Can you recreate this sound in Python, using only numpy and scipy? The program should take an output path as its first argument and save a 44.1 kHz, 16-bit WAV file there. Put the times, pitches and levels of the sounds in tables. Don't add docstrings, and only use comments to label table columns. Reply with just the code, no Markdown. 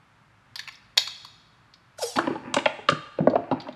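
import sys
import numpy as np
from scipy import signal
from scipy.fft import rfft, irfft
from scipy.io import wavfile
from scipy.ndimage import uniform_filter1d

SR = 44100
rng = np.random.default_rng(int(sys.argv[2]) if len(sys.argv) > 2 else 0)


def volts_from_db(level):
    exponent = np.asarray(level, float) / 20
    return 10 ** exponent


def transcribe(u):
    v = np.clip(np.atleast_2d(u).T, -1, 1)
    q = np.round(v * 32767).astype(np.int16)
    wavfile.write(sys.argv[1], SR, q)


N = 165375


def table_at(hz, table):
    points = np.array(table, float)
    return np.interp(np.log(np.maximum(hz, 1)), np.log(points[:, 0]), points[:, 1])


def unit(x):
    return x / np.sqrt(np.mean(x ** 2) + 1e-18)


def wander(samples):
    return unit(uniform_filter1d(rng.standard_normal(N), size=samples))


def fader(t, times, db):
    return volts_from_db(np.interp(t, times, db, left=-120, right=-120))


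def colour(x, table):
    gain = volts_from_db(table_at(np.fft.rfftfreq(len(x), 1 / SR), table))
    return unit(irfft(rfft(x) * gain, len(x)))


def band(x, lo_hz, hi_hz):
    return signal.sosfilt(signal.butter(3, [lo_hz, hi_hz], "band", fs=SR, output="sos"), x)


def body(modes, width_hz, share, crack_db, spots_hz=(), shift=0):
    spot_db, spot_octaves = 24, 0.13
    t = np.arange(SR // 10) / SR
    hz, db = np.array(modes, float).T[:, :, None]
    db = db + sum(spot_db * np.exp(-(np.log2(hz / spot) / spot_octaves) ** 2) for spot in spots_hz)
    hz = hz * (1 + shift * rng.standard_normal(hz.shape))
    width = width_hz + share * hz
    sign = (-1) ** np.arange(len(hz))[:, None]
    decay = np.exp(-np.pi * width * t)
    ring = np.sum(sign * volts_from_db(db) * width * decay * np.sin(2 * np.pi * hz * t), axis=0)
    ring = ring / np.sqrt(np.sum(ring ** 2))
    ring[0] += volts_from_db(crack_db)
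    return ring


def blows(events, edges, order, ring, chatter_ms):
    chatter_per_ms, chatter_db, contact_ms = 6, 3, 1
    out, t = np.zeros(N + SR), np.arange(SR // 20) / SR
    for row in events:
        u = rng.random((2, len(t)))
        hits = (u[0] < chatter_per_ms * 1000 / SR) * (u[1] - .5)
        push = hits * volts_from_db(chatter_db) * np.exp(-t * 1000 / chatter_ms)
        push = push * np.minimum(t * 1000 / contact_ms, 1)
        push[0] = .6
        sound = signal.fftconvolve(push, ring(row))
        at = int(row[0] * SR)
        for k, col in enumerate(order):
            part = band(sound, edges[k], edges[k + 1])
            peak = np.sqrt(uniform_filter1d(part ** 2, size=180).max())
            out[at:at + len(part)] += part * volts_from_db(row[col]) / peak
    return out[:N]


# (frequency [Hz], level per Hz [dB])
AIR_SPECTRUM = [(25, -28.5), (49, -0.5), (81, -7.5), (106, 5), (163, -1.5), (462, -15), (1210, -6),
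                (2430, -15), (12100, -40), (15000, -74)]


def air():
    level_db = -59 + 0.33 * wander(SR // 6)
    return colour(rng.standard_normal(N), AIR_SPECTRUM) * volts_from_db(level_db)


# (frequency [Hz], resonance height [dB])
STEEL_MODES = [(1066, -10), (1830, -17.5), (2640, -14), (3180, -6), (3770, 0), (4030, -5.5), (4480, 3),
               (5160, -8.5), (5900, -9.5), (6540, -18), (7000, -5.5), (7700, -14), (8400, -21.5),
               (10930, -21)]


def steel(width_hz, spots_hz=()):
    return body(STEEL_MODES, width_hz, share=.013, crack_db=-4, spots_hz=spots_hz)


def held_head(events):
    return blows(events, (1000, 6000, 13500), order=(1, 2),
                 ring=lambda row: steel(350, row[-1:]), chatter_ms=5)


# (time [s], peak level 1-6 kHz [dB], peak level above [dB], pitch the struck spot favours [Hz])
HEAD_CLICKS = [(0.5566, -31.5, -41, 4870), (0.5922, -28.5, -43.5, 1770), (0.6755, -33.5, -52.5, 2630),
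               (0.685, -34, -54, 2580), (0.7233, -50, -59, 5220), (1.0735, -29, -54, 4600),
               (1.2479, -36.5, -50.5, 1130), (1.7377, -46.5, -67.5, 4877), (2.163, -28, -44, 1720),
               (3.2988, -42.5, -76.5, 1230), (3.6013, -38, -67, 4310), (3.6177, -45.5, -65, 3160),
               (3.7255, -48.5, -75, 3510)]


def clicks():
    return held_head(HEAD_CLICKS)


# (frequency [Hz], T60 [s])
SHED_DECAY = [(200, 0.23), (1500, 1), (4000, 1), (8000, 0.83), (14000, 0.38)]


def shed(x):
    tail_db, first_wall_s, early_db, early_t60_s = -16, 0.0034, -9, 0.28
    t = np.arange(SR) / SR
    tail = 0
    for hz in 60 * 2. ** np.arange(9):
        if hz < 15500:
            noise = unit(band(rng.standard_normal(SR), hz / np.sqrt(2), hz * np.sqrt(2)))
            tail = tail + noise * np.sqrt(hz) * volts_from_db(-60 * t / table_at(hz, SHED_DECAY))
    tail = tail * np.clip(t / first_wall_s - 1, 0, 1)
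    early = rng.standard_normal(SR) * volts_from_db(-60 * t / early_t60_s) * (t > .002)
    both = volts_from_db(tail_db) * unit(tail) + volts_from_db(early_db) * unit(early)
    return signal.fftconvolve(x, both / np.sqrt(SR))[:N]


def rattle():
    from_s, to_s, level_db = .56, .79, -46
    events = [(from_s + (to_s - from_s) * a ** 2, level_db - 8 * b, level_db - 22, 1800 + 3400 * c)
              for a, b, c in rng.random((24, 3))]
    return held_head(events)


# (time [s], peak level 1.5-6 kHz [dB], peak level below [dB], peak level above [dB])
HEAD_CLANKS = [(.9705, -61.5, -33, -42.5), (.9745, -14.5, -29, -25.5), (.978, -8, -36, -21.5),
               (.9815, -20.5, -27, -33)]


def clanks():
    return blows(HEAD_CLANKS, (500, 1500, 6000, 13500), order=(2, 1, 3),
                 ring=lambda row: steel(80), chatter_ms=1.2)


# (frequency [Hz], resonance height [dB])
BENCH_MODES = [(125, -0.5), (175, 0), (255, 7), (330, 4), (430, -5.5), (565, 2), (670, -9.5), (840, 6),
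               (970, 2.5), (1100, -0.5), (1230, 1), (1380, -5), (1620, -2.5), (1830, -4.5), (2300, -1),
               (2680, 1), (3350, -34.5), (3950, -37), (4820, -40)]


def bench(spots_hz=()):
    return body(BENCH_MODES, 30, share=.095, crack_db=-11, spots_hz=spots_hz, shift=.02)


# (time [s], peak level 450-1500 Hz [dB], below [dB], 1.5-4 kHz [dB], above 4 kHz [dB],
#  thud pitch [Hz], knock pitch [Hz])
BENCH_KNOCKS = [(1.076, -39.5, -73, -63, -39, 473, 1110), (2.166, -26.5, -25, -31, -39, 241, 900),
                (2.186, -14, -30.5, -25, -38, 330, 1696), (2.271, -22.5, -19.5, -32.5, -72, 296, 510),
                (2.304, -32.5, -24, -54, -79, 327, 476), (2.355, -28, -32.5, -44, -71.5, 304, 840),
                (2.541, -24, -34, -20, -23, 250, 960), (2.565, -15.5, -22.5, -23, -34, 282, 521),
                (2.585, -26, -39, -25, -70, 271, 911), (2.657, -13, -31.5, -16.5, -66, 395.6, 625),
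                (2.787, -36, -42, -61, -72, 430, 744), (2.887, -17, -20, -10, -55, 565, 1195),
                (2.899, -33, -26.5, -30.5, -30, 565, 1336), (2.919, -26, -22.5, -36.5, -58.5, 204, 1390),
                (3.186, -21, -21, -43.5, -76, 210, 604), (3.202, -27, -17, -55, -82, 178.6, 655),
                (3.272, -7.5, -14.5, -45, -68, 263.5, 553), (3.333, -20.5, -28, -61.5, -71.5, 392, 557),
                (3.355, -12.5, -26.5, -35.5, -75, 463, 672), (3.513, -19.5, -20, -35, -63, 283, 830),
                (3.522, -21, -22, -42.5, -76, 255, 993), (3.668, -37.5, -60, -61, -67, 241.5, 914),
                (3.685, -30.5, -36, -41.5, -82, 245, 560)]


def knocks():
    return blows(BENCH_KNOCKS, (100, 450, 1500, 4000, 8000), order=(2, 1, 3, 4),
                 ring=lambda row: bench(row[-2:]), chatter_ms=4)


# (time [s], flutter rate [Hz], hiss level [dB])
OIL_JET = [(1.974, 878, -64), (1.989, 868, -37.5), (2.005, 944, -41), (2.033, 834, -25.5),
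           (2.048, 854, -36.5), (2.092, 792.5, -40), (2.132, 688, -45), (2.211, 635, -58.5),
           (2.229, 610, -68)]
# (frequency [Hz], level per Hz [dB])
HISS_SPECTRUM = [(880, -10), (2500, -14), (5180, -3.5), (8400, -10), (9500, -10), (12500, -18),
                 (15500, -52)]


def oil_jet(t):
    flutter_db, jitter, flutter_from_s, flutter_rise_s = 2, .005, 2.04, .03
    patch_db, tone_db = 1.5, -8
    times, rate_hz, level_db = np.array(OIL_JET).T
    turns = np.cumsum(np.interp(t, times, rate_hz) * (1 + jitter * wander(200))) / SR
    flutter = sum(volts_from_db(3 * wander(900)) * np.cos(2 * np.pi * k * turns + k * k) for k in range(4, 17))
    flutter = unit(flutter) * np.clip((t - flutter_from_s) / flutter_rise_s, 0, 1)
    hiss = colour(rng.standard_normal(N) + volts_from_db(flutter_db) * flutter, HISS_SPECTRUM)
    edges = 700 * 2 ** (np.arange(19) / 4)
    hiss = unit(sum(band(hiss, lo, hi) * volts_from_db(patch_db * wander(700))
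                    for lo, hi in zip(edges, edges[1:])))
    tone = volts_from_db(tone_db) * np.sin(2 * np.pi * turns) * (t > flutter_from_s)
    return (hiss + tone) * fader(t, times, level_db)


# (time [s], pitch [Hz], level [dB])
VALVE_SQUEAK = [(1.981, 658, -73), (1.992, 600, -34), (2.001, 902, -48.5), (2.014, 893, -35.5),
                (2.031, 575, -27), (2.042, 466, -25.5), (2.097, 479, -41), (2.125, 493, -70)]


def squeak(t):
    times, hz, level_db = np.array(VALVE_SQUEAK).T
    phase = 2 * np.pi * np.cumsum(np.interp(t, times, hz)) / SR
    tone = np.sqrt(2) * fader(t, times, level_db) * np.sin(phase)
    return uniform_filter1d(tone, size=9)


# (time [s], pitch [Hz], level [dB], T60 [s])
STEM_TICKS = [(1.983, 1430, -38, .035), (2.021, 1450, -36, .035), (1.986, 5900, -40, .03),
              (2.022, 5150, -30, .06)]


def stem_ticks(t):
    out = np.zeros(N)
    for at, hz, db, t60 in STEM_TICKS:
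        age = np.maximum(t - at, 0)
        envelope = volts_from_db(db - 60 * age / t60) * np.minimum(age / 0.00043, 1)
        out += envelope * np.sin(2 * np.pi * hz * age)
    return out


# (time [s], level 55-454 Hz [dB], level 405-1900 Hz [dB])
BENCH_SLIDE = [(2.158, -39, -33.5), (2.23, -39, -37.5), (2.328, -43.5, -41.5), (2.41, -44.5, -49.5),
               (2.49, -38.5, -41.5), (2.601, -52.5, -52), (3.15, -70, -62.5), (3.229, -30, -53),
               (3.402, -39.5, -54), (3.489, -58, -50.5), (3.581, -42.5, -47.5), (3.75, -49, -55.5)]


def slide(t):
    grains_per_s = 1000
    times, low_db, high_db = np.array(BENCH_SLIDE).T
    grains = (rng.random(N) < grains_per_s / SR) * rng.standard_normal(N)
    grains = grains * volts_from_db(2 * rng.exponential(size=N))
    rumble = signal.fftconvolve(grains, bench())[:N]
    low = fader(t, times, low_db) * unit(band(rumble, 55, 454))
    high = fader(t, times, high_db) * unit(band(rumble, 405, 1900))
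    return low + high


def scene():
    t = np.arange(N) / SR
    contacts = clicks() + rattle() + clanks() + knocks() + slide(t)
    valve = oil_jet(t) + squeak(t) + stem_ticks(t)
    near = band(contacts, 60, 11500) + valve
    return (near + shed(near) + air())[None]


def low_pass(x):
    return signal.sosfilt(signal.butter(12, 15620, fs=SR, output="sos"), x)


def record(dry):
    mix = 2 * np.tanh(dry / 2)
    return low_pass(mix)


dry = scene()
out = record(dry)
transcribe(out)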